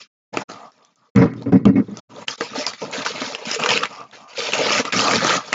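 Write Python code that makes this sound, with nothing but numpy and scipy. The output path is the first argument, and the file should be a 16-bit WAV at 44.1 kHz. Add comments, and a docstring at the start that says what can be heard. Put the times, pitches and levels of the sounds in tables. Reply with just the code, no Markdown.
"""Hands crumple, pull and tear the paper wrapped round a hollow package, close to a webcam indoors.
Each stroke buckles the sheet in countless tiny impulses; creases snap, the sheet pops, fingers rub,
and the package resonates. Early on a tool is dropped and slid on the table, whose modes boom.
The webcam samples at a low rate and passes sound only in stretches, with dead silence between them."""
import sys
import numpy as np
from scipy import signal
from scipy.fft import rfft, irfft, next_fast_len
from scipy.io import wavfile
from scipy.ndimage import uniform_filter1d, map_coordinates

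SR = 44100
rng = np.random.default_rng(int(sys.argv[2]) if len(sys.argv) > 2 else 0)


def dump(signal):
    """Clip the signal to [-1, 1] and save it as 16-bit WAV at the path in sys.argv[1]."""
    limited = np.clip(np.atleast_2d(signal).T, -1, 1)
    pcm = np.round(limited * 32767).astype(np.int16)
    wavfile.write(sys.argv[1], SR, pcm)


N = 244314
T = np.arange(N) / SR


def amp(db):
    return 10 ** (np.asarray(db) / 20)


def unit(x):
    return x / np.sqrt(np.mean(x ** 2) + 1e-20)


def decay(t, t60):
    """Exponential damping: unity until t = 0, then 60 dB down every t60 seconds."""
    return amp(-60 * np.maximum(t, 0) / t60)


def rise(t, tau):
    """First-order onset from t = 0, with time constant tau in seconds."""
    return 1 - np.exp(-np.maximum(t, 0) / tau)


def after(start, lasts):
    """The samples of an event, and the time since its start."""
    span = slice(round(start * SR), round((start + lasts) * SR))
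    return span, np.maximum(T[span] - start, 0)


def wobble(rate):
    """Smooth random modulation, with rate knots a second."""
    return map_coordinates(rng.standard_normal(int(N * rate / SR) + 4), [T * rate])


def filtered(x, response):
    """Linear filtering: the spectrum of x times a frequency response."""
    size = next_fast_len(N + SR // 2)
    return irfft(rfft(x, size) * response(np.fft.rfftfreq(size, 1 / SR)), size)[:N]


def modes(rows):
    """Modal superposition: resonances (frequency in Hz, bandwidth in Hz, dB) add with alternating sign."""
    return lambda f: sum((-1) ** k * amp(db) * 1j * f * width / (hz * hz - f * f + 1j * f * width)
                         for k, (hz, width, db) in enumerate(rows))


def grains(count, hz, spread, cycles, scatter_db, samples):
    """Shot noise: damped sines at random times and levels, their pitches log-normal about hz."""
    start = rng.integers(0, N, count)[:, None]
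    pitch = np.clip(hz * np.exp(spread * rng.standard_normal((count, 1))), 60, SR / 5)
    level = amp(scatter_db * np.minimum(rng.exponential(size=(count, 1)), 3.5))
    sign = rng.choice([-1, 1], (count, 1))
    turns = pitch * np.arange(samples) / SR
    wave = sign * level * np.sin(2 * np.pi * turns) * np.exp(-turns / cycles) * np.sqrt(pitch)
    return unit(np.bincount((start + np.arange(samples)).ravel(), wave.ravel(), N + samples)[:N])


def drifting(x, depth_db, bins=8, frames=14):
    """Spectral modulation: random patches of gain in frequency and time make the timbre drift."""
    spectrum = signal.stft(x, nperseg=256)[2]
    field = uniform_filter1d(rng.standard_normal(spectrum.shape), bins, axis=0)
    field = uniform_filter1d(field, frames, axis=1)
    return unit(signal.istft(spectrum * amp(depth_db * unit(field)), nperseg=256)[1][:N])


def patchy(depth_db):
    """Modulated white noise whose timbre flickers."""
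    return drifting(rng.standard_normal(N), depth_db, bins=4, frames=9)


def room(x):
    """Reverberation: a small furnished room answers with a short, dull tail."""
    t = np.arange(SR // 3) / SR
    tail = rng.standard_normal(len(t)) * decay(t, 0.093)
    wet = signal.fftconvolve(np.pad(x, (300, 0)), tail / np.linalg.norm(tail))[:N]
    return filtered(wet, modes([(1350, 7800, 0.016)]))


# Modes of the table top. Each row: frequency in Hz, bandwidth in Hz, gain in dB.
TABLE_MODES = [(119.7, 21.3, 0), (174, 27.3, 0), (211.1, 13.8, 5.5), (275, 28, 3), (444, 67, -8),
               (580, 41, -26)]
# Blows of the tool. Each row: start in seconds, level in dB, chatter length in seconds, clatter in dB,
# main pitch in Hz, hum in dB, seconds until the hum is damped, then the second, third and lowest
# mode in dB. All later dB values are relative to the level.
TOOL_BLOWS = [(1.151, -23, 0.0067, -19.5, 227, -19, .01, -6.5, -3.5, -11),
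              (1.159, -7.5, 0.047, -15.5, 185.7, -25, 0.33, -5, -10, -1),
              (1.214, -11, 0.029, -15.5, 185, -16, 0.25, 1, -2, -11),
              (1.252, -11.5, 0.0076, -34, 148, -20, 0.034, -7, -14, -8),
              (1.459, -20, 0.035, -21, 279.3, -7.5, 0.062, -8.5, -9.5, -7.5),
              (1.522, -5, 0.044, -25.5, 189, -16, 0.12, -5.5, -15, -11),
              (1.653, -5, 0.047, -25.5, 197.7, -10, 0.1, -12, -15.5, -11),
              (1.756, -11.5, 0.047, -25.5, 204.2, -9, 0.071, -2.5, -16, -16),
              (1.881, -26, 0.018, -30.5, 189.5, -23.5, 0.03, -13.5, -27, -20.5),
              (1.917, -28, 0.022, -33, 201, -26, 0.034, -14, -18.5, -6)]


def tool_on_table(hum_gain):
    """Forced vibration: the chattering tool and the package drive the table's modes; the tool clatters."""
    free_t60_s, hand_damped_t60_s, lowest_hz = 1.07, 0.1, 120.9
    boom_gain, clatter_gain, tones = hum_gain.copy(), np.zeros(N), np.zeros(N)
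    waver = wobble(40)
    for start, db, lasts, clatter_db, hz, hum_db, hum_s, second_db, third_db, low_db in TOOL_BLOWS:
        t = np.maximum(T - start, 0)
        chatter = rise(t, 0.0012) * decay(t - lasts, 0.053)
        hum = rise(t, 0.013) * decay(t, free_t60_s) * decay(t - hum_s, hand_damped_t60_s)
        boom_gain += amp(db - 7.5) * chatter + amp(db + hum_db) * hum
        partials = [(hz, 0, 0.5), (272, second_db, -0.5), (451, third_db, 1.3),
                    (578, third_db - 8.5, -0.99)]
        for mode_hz, mode_db, waver_rad in partials:
            tones += amp(db + mode_db) * chatter * np.sin(2 * np.pi * mode_hz * t + waver_rad * waver)
        lingering = chatter + (t > 0) * amp(-12.5) * decay(t, 1.2)
        tones += amp(db + low_db) * lingering * np.sin(2 * np.pi * lowest_hz * t + 0.34 * waver)
        contact = chatter * decay(t, 0.69) + 0.54 * (t > 0) * decay(t, 0.0098)
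        ring = amp(-3) * rise(t, 0.0021) * decay(t, 0.33)
        clatter_gain += amp(db + clatter_db) * (contact + ring)
    pushes = grains(1500, hz=540, spread=0.9, cycles=0.13, scatter_db=-1.5, samples=300)
    boom = filtered(pushes + 0.5 * rng.standard_normal(N), modes(TABLE_MODES))
    boom /= np.abs(uniform_filter1d(boom ** 2, size=900)) ** 0.3  # limiter-like levelling steadies it
    return boom_gain * unit(boom) + tones + clatter_gain * tool_clatter()


# Modes of the tool. Each row: frequency in Hz, bandwidth in Hz, gain in dB.
TOOL_MODES = [(547, 31, 13.5), (767, 81, 6), (988, 70, 8), (1313, 240, 3), (1910, 157, 1.5), (2180, 83, 2),
              (2540, 51, -3.5), (2700, 240, -13.5), (4870, 1500, -19)]


def tool_clatter():
    """Broadband excitation: noise and tiny impacts sound the tool's own resonances."""
    noise = patchy(4.5)
    impacts = grains(3000, hz=2306, spread=0.69, cycles=0.24, scatter_db=-0.5, samples=80)
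    return unit(filtered(noise + 0.15 * impacts, modes(TOOL_MODES)))


# Strikes of the tool's edge. Each row: start in seconds, level in dB, pitch in Hz, relative ring in dB.
EDGE_STRIKES = [(1.16, -14, 4250, -19), (1.223, -31, 4930, -3), (1.527, -32, 1480, -14),
                (1.654, -11, 2970, -9)]
# Modes of the blades. Each row: frequency in Hz, gain in dB, 60 dB decay time in seconds.
BLADE_MODES = [(1210, 3.5, .04), (2260, -9.5, 0.091), (2720, -15, 0.17), (3070, -16, 0.049),
               (3280, -6.5, 0.029)]


def tool_clacks():
    """Hard impact: a burst of band noise, after which the blades ring in free vibration."""
    x, noise = np.zeros(N), rng.standard_normal(N)
    for start, db, hz, ring_db in EDGE_STRIKES:
        burst = amp(db) * noise * rise(T - start, 0.00068) * decay(T - start, 0.011)
        x += filtered(burst, modes([(hz, 1500, 6)]))
        span, t = after(start, 0.3)
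        for mode_hz, mode_db, t60 in BLADE_MODES:
            level = amp(db + ring_db + mode_db + rng.normal(0, 1.7))
            x[span] += level * decay(t, t60) * np.sin(2 * np.pi * mode_hz * t)
    return x


# Light rubs. Each row: start and length in seconds, then level at the body and at the open end in dB.
FINGER_RUBS = [(0.49, 0.22, -47, -48.5), (0.774, 0.16, -65, -65.5), (0.983, 0.11, -80, -58.5),
               (3.894, 0.18, -45.5, -40.5), (4.06, 0.087, -58, -62), (4.16, 0.16, -50, -47.5),
               (4.802, 0.046, -37, -41), (5.022, 0.13, -26.5, -24), (5.264, 0.17, -49, -32.5)]
# Rubbed modes of the body and of the open end. Each row: frequency in Hz, bandwidth in Hz, gain in dB.
RUB_BODY_MODES = [(686, 95, 2.5), (920, 340, -5.5)]
RUB_END_MODES = [(1202, 72, 6.5), (940, 310, -6.5)]


def finger_rubs():
    """Friction noise: sliding fingers excite the middle resonances of the package."""
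    body = unit(filtered(patchy(2.5), modes(RUB_BODY_MODES)))
    open_end = unit(filtered(patchy(2.1), modes(RUB_END_MODES)))
    x, fade_s = np.zeros(N), 0.034
    for start, lasts, body_db, end_db in FINGER_RUBS:
        contact = np.clip(np.minimum(T - start, start + lasts - T) / fade_s, 0, 1)
        x += contact * (amp(body_db) * body + amp(end_db) * open_end)
    return x


# Flexes of the sheet. Each row: start in seconds, level in dB, pitch in Hz.
SHEET_FLEXES = [(2.413, -12, 466), (2.554, -19.5, 479), (2.577, -13, 257.5), (2.823, -16.5, 455),
                (2.979, -16.5, 266), (3.214, -13.5, 262), (3.27, -22, 253), (3.299, -22.5, 583),
                (3.422, -24.5, 483), (3.468, -17, 227), (3.561, -13.5, 458), (3.613, -15.5, 231),
                (3.667, -13, 485), (3.72, -14, 473), (3.755, -12, 468), (3.815, -17.5, 493),
                (4.379, -15.5, 524), (4.419, -21, 457), (4.549, -13, 617), (4.611, -9, 630),
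                (4.639, -17, 600), (4.719, -14, 588), (4.75, -13.5, 595), (4.795, -11.5, 253),
                (4.957, -11.5, 208), (5.049, -16, 302), (5.129, -13, 475), (5.224, -10.5, 540),
                (5.299, -14, 459), (5.349, -22, 563)]


def sheet_pops():
    """Damped oscillation: the sheet flexes over the hollow with a soft, low, wavering tone."""
    x, waver = np.zeros(N), wobble(60)
    for start, db, hz in SHEET_FLEXES:
        span, t = after(start, 0.5)
        envelope = amp(db) * rise(t, 0.004) * decay(t, 0.073)
        x[span] += envelope * np.sin(2 * np.pi * hz * t + 0.62 * waver[span])
    return x


# Modes of the hollow package, three of the body and then two of the open end.
# Each row: frequency in Hz, bandwidth in Hz, gain in dB.
PACKAGE_MODES = [(472, 55, -1), (615, 60, -1), (940, 140, -10), (1215, 110, 1), (1370, 120, -3)]
# Snapping creases. Each row: start in seconds, strength in dB, pitch in Hz, relative thump drive in dB.
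CREASE_SNAPS = [(0.34, -29, 5250, -11), (0.3459, -32, 1740, 9), (0.3715, -10, 2470, 8.5),
                (0.4987, -26.5, 1450, 7), (0.5167, -26.5, 4420, 6), (0.719, -45.5, 5460, -5),
                (0.8487, -40.5, 6020, -19), (0.958, -49, 6220, -11.5), (1.337, -36, 2050, 9),
                (1.4223, -33, 4340, -6), (1.971, -23, 5990, 1.5), (2.106, -50, 2050, -14),
                (2.1625, -32, 3470, -7), (2.282, -6.5, 3060, -34), (2.409, -10.5, 1526, 4.5),
                (2.5524, -23.5, 1570, 7), (2.6653, -6, 5040, -30), (2.735, -22.5, 2070, -29),
                (2.8186, -30, 2840, 12.5), (2.913, -25, 7260, -28), (3.0625, -7, 1387, -38),
                (3.067, -8, 887, -28), (3.072, -20, 2670, -21), (3.1804, -26, 3880, 6.5),
                (3.218, -13, 1220, -1), (3.349, -10.5, 2880, -26), (3.4537, -21, 2570, -3),
                (3.5136, -7.5, 5240, -6), (3.5468, -15, 2660, -25), (3.5982, -14.5, 1507, -24),
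                (3.6365, -5.5, 2780, -20), (3.6606, -4, 1460, -18.5), (3.6903, -5, 2990, -32),
                (3.7054, -7, 2860, -30), (3.716, -9, 2930, -27), (3.737, -9, 2350, -37),
                (3.7753, -6, 2475, -7.5), (3.8075, -20, 2340, -15), (3.8335, -5.5, 1287, -26),
                (3.836, -11.5, 3480, -30), (3.855, -12.5, 2144, -15), (4.1124, -37.5, 3400, -17),
                (4.3732, -19, 2255, -24), (4.404, -13.5, 2130, -18), (4.5216, -10.5, 2956, -26),
                (4.5343, -4.5, 2504, -29), (4.705, -9, 2410, 4), (4.7326, -10, 2320, -24),
                (4.751, -12, 2494, -12), (4.79, -8.5, 2575, -12), (4.8522, -11, 1257, -11),
                (4.855, -19.5, 2340, -22), (4.924, -8, 2520, -31), (4.964, -10.5, 5360, -15),
                (4.985, -11, 4560, -21), (4.9926, -5, 2720, -22), (5.0824, -9, 2216, 3),
                (5.111, -6, 2080, -8.5), (5.1576, -7.5, 4390, -6), (5.248, -10, 1735, 9.5),
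                (5.135, -5, 1327, -18), (5.279, -7, 1335, -16), (5.294, -9, 3370, -25),
                (5.349, -16.5, 3680, -12), (5.2693, -6.5, 1243, -4), (5.3051, -8, 1575, 0.5),
                (5.529, -2.5, 2330, -11)]


def crease_snaps():
    """Impulse response: a crease cracks, rings its facet, leaves a papery tail and thumps the package."""
    cracks, blows = np.zeros(N + SR), np.zeros(N)
    t = np.arange(SR // 8) / SR
    for start, db, hz, thump_db in CREASE_SNAPS:
        noise, wander = rng.standard_normal((2, len(t)))
        phase = 2 * np.pi * hz * t + 0.22 * np.cumsum(wander)
        partials = np.sin(phase) + 0.5 * np.sin(0.57 * phase) + 0.14 * np.sin(2.8 * phase)
        crack = (2.3 * np.sin(phase) + 1.4 * noise) * decay(t, 0.006)
        facet = (0.064 * noise + 0.32 * partials) * decay(t, 0.033)
        tail = 0.021 * noise * decay(t, 0.18)
        onset = round(start * SR)
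        cracks[onset:onset + len(t)] += amp(db) * (crack + facet + tail) * rise(t, 0.0008)
        blows[onset] = amp(db + thump_db + 24)
    thumps = filtered(blows, modes([(343, 164, 4.4), *PACKAGE_MODES]))
    return filtered(cracks[:N], modes([(2900, 8100, 0.0026)])) + thumps


# Strokes of the hands. Each row: start and hold in seconds, crackle level in dB, drift over the hold
# in dB, then drum, table hum, open end and folded flap in dB relative to the crackle.
HAND_STROKES = [(0, 0.067, -35.5, -31.5, -13, -12, -12, -2.5), (0.325, 0.088, -43.5, 7, 10.5, 5.5, -11, -7),
                (0.482, 0.22, -41, -22, 5, 2, 3, -16), (0.714, 0.22, -64, -5, -1, 1, -6.5, -10),
                (0.96, 0.13, -69, -2, -1, -2.5, -2.5, -16.5), (1.355, 0.08, -57.5, 1.5, 7, 6, -3.5, -8),
                (1.788, 0.12, -63, 0, -6, -6, -4, -15), (1.863, 0.13, -66, 20.5, 5, 9, -1, -20),
                (2.088, 0.14, -56.5, 10.5, 6, 6.5, -4.5, -7),
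                (2.272, 0.066, -30, -5.5, -8.5, -10.5, -5.5, -17),
                (2.376, 0.013, -27.5, -13.5, -4, -12, -10, -17),
                (2.399, 0.12, -32, -13, 2, -11.5, -14, -1.5), (2.505, 0.055, -42.5, 1.5, 9, 6, 3, -3),
                (2.55, 0.095, -27, -5.5, -4, -12, -9.5, -7), (2.661, 0.046, -24.5, -9, -0.5, -18, -3, -12),
                (2.725, 0.028, -34, -8, -5, -13, -11, -18), (2.772, 0.041, -45, 5, -14, -22, -12, -9),
                (2.81, 0.12, -36.5, -13.5, 8, 1.5, -3.5, -5),
                (2.917, 0.11, -28.5, -4.5, 0, -17.5, -11.5, -8.5),
                (3.045, 0.057, -25.5, -4, -4, -14, -10, -11), (3.098, .09, -39, 2.5, -1, -3, -2, -0.5),
                (3.194, 0.16, -28.5, -7, 0, -12, -7.5, -23), (3.372, 0.07, -45.5, 2.5, 0.5, -9.5, -7, -1),
                (3.446, 0.11, -33.5, 9, -3, -16.5, -18.5, -6), (3.583, 0.086, -31.5, 2, 4, -9, 3, 0),
                (3.681, 0.09, -22.5, 0.5, -4, -5.5, -19, 0.5), (3.792, 0.056, -40.5, 7.5, -2, -8, 5.5, 2),
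                (3.886, 0.13, -47.5, 1, 2, -4.5, 1, -1), (4.024, 0.084, -55.5, -8, -1, 5, -11, -6),
                (4.121, 0.14, -40.5, -18.5, -4.5, -4, -15.5, -4.5),
                (4.27, 0.11, -54, 16.5, -3.5, -16, -23, -2.5), (4.376, .13, -26, -3, -4, -17, -14, -6.5),
                (4.524, 0.18, -23.5, -1, -3.5, -9.5, -7, -3), (4.704, 0.099, -20, -2, -5, -11, -5.5, -5.5),
                (4.842, 0.057, -32, -7.5, 1, -3.5, 4, -1.5),
                (4.92, 0.271, -21.5, -1.5, -2.5, -5, -4, -10.5),
                (5.199, 0.17, -23.5, 3, -1.5, -8.5, -4.5, -24),
                (5.384, 0.138, -41, 0.5, 2, -11, -7.5, -8.5), (5.521, 0.0285, -34, 3.5, 14, 1, -8, 10.5)]


def hand_strokes():
    """Incoherent addition: strokes rise, hold and die away, summing in power to five layer gains."""
    grip_s, release_db_per_s, table_lag_s = 0.012, 607.5, 0.0062
    power = np.zeros((5, N))
    for start, holds, db, drift_db, *layers_db in HAND_STROKES:
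        span, t = after(start, holds + 0.5)
        shape_db = db + drift_db * np.clip(t / holds, 0, 1) - release_db_per_s * np.maximum(t - holds, 0)
        envelope = np.clip(t / grip_s, 0, 1) * amp(shape_db)
        power[:, span] += (envelope * amp([0, *layers_db])[:, None]) ** 2
    power[2] = np.abs(uniform_filter1d(power[2], round(table_lag_s * SR)))  # the heavy top is sluggish
    return np.sqrt(power)


# Spectral envelope of the crackle. Each row: frequency in Hz, gain in dB.
CRACKLE_SPECTRUM = [(820, -40.5), (1400, -0.5), (1870, -2), (2600, -2.5), (4160, 0.5), (4460, 1),
                    (4850, -2), (5280, -1), (6800, 1.5), (7500, -7.5), (9750, -40), (16500, -120)]
# Narrow room and microphone resonances that colour the crackle, and modes of the stiff folded flap.
# Each row: frequency in Hz, bandwidth in Hz, gain in dB.
ROOM_MIC_MODES = [(2730, 33, -5), (4496, 35, 4), (5160, 440, 3.5)]
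FLAP_MODES = [(2300, 470, -0.5), (2680, 260, 11), (3140, 440, -10.5)]


def paper_rustle(crackle_gain, drum_gain, end_gain, flap_gain):
    """Buckling: clumps of tiny impulses ring the paper's facets, the package, its open end and its flap."""
    def sheet(f):
        hz, db = np.transpose(CRACKLE_SPECTRUM)
        colouring = 1 + 0.64 * np.abs(modes(ROOM_MIC_MODES)(f))
        return amp(np.interp(np.log(f + 1), np.log(hz), db)) * colouring

    def hollow(f):
        return modes(PACKAGE_MODES[:3])(f) + modes([(800, 1100, -15)])(f)

    clumps = wobble(110)
    ticks = grains(9000, hz=3320, spread=0.53, cycles=0.37, scatter_db=3.5, samples=100)
    facets = grains(4000, hz=2300, spread=0.5, cycles=28, scatter_db=3, samples=900)
    fibres = grains(1400, hz=2400, spread=0.5, cycles=1.2, scatter_db=4.5, samples=120)
    crackle = filtered(0.59 * ticks + 0.9 * facets + 0.53 * fibres + 1.07 * patchy(2.2), sheet)
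    crackle = drifting(amp(0.97 * clumps) * crackle, depth_db=2.5)
    large_buckles = grains(2500, hz=873, spread=0.45, cycles=1.98, scatter_db=1.5, samples=500)
    drum = filtered(large_buckles + 0.17 * patchy(2.5), hollow)
    drum = drifting(amp(1.1 * clumps) * drum, depth_db=4)
    end_flutter = amp(2.5 * wobble(70))
    open_end = unit(end_flutter * filtered(1.1 * large_buckles + patchy(2), modes(PACKAGE_MODES[3:])))
    flap = filtered(ticks + 0.7 * facets + 1.6 * patchy(2.8), modes(FLAP_MODES))
    flap = unit(amp(2.2 * clumps) * flap)
    return crackle_gain * crackle + drum_gain * drum + end_gain * open_end + flap_gain * flap


def scene():
    """Superposition: the paper, its reverberation, the table and the tool add in one channel."""
    crackle_gain, drum_gain, hum_gain, end_gain, flap_gain = hand_strokes()
    paper = paper_rustle(crackle_gain, drum_gain, end_gain, flap_gain)
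    paper += crease_snaps() + sheet_pops() + finger_rubs()
    reverberation = amp(-11) * room(paper)
    lumpy_hum_gain = hum_gain * amp(4 * wobble(25))
    return (paper + reverberation + tool_on_table(lumpy_hum_gain) + tool_clacks())[None]


# Stretches in which the webcam passes sound. Each row: opening and closing time in seconds.
GATE_TIMES = [(-.1, .07), (.33, .43), (.492, 1.098), (1.152, 1.995), (2.098, 2.252), (2.274, 2.359),
              (2.378, 6)]


def record(dry):
    """Band limiting and imaging: the webcam cuts bass, clips softly, gates and mirrors its top treble."""
    bass_hz, clip_level, treble_hz, sampling_hz, top_hz = 70, 0.86, 7540, 16000, 8926
    x = filtered(dry[0], lambda f: (1j * f / (bass_hz + 1j * f)) ** 3)
    x = x / (1 + np.abs(x / clip_level) ** 4) ** (1 / 4)
    gate = sum(np.clip(np.minimum((T - opens) / 0.021, (closes - T) / 0.013) + 1, 0, 1) ** 3
               for opens, closes in GATE_TIMES)
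    x = filtered(x * gate, lambda f: 1 / (1 + (f / treble_hz) ** 260))
    image = amp(-14.5) * x * np.cos(2 * np.pi * sampling_hz * T)
    x = x + filtered(image, lambda f: f > sampling_hz / 2 + 410)
    return filtered(x, lambda f: 1 / (1 + (f / top_hz) ** 90))[None]


dry = scene()
out = record(dry)
dump(out)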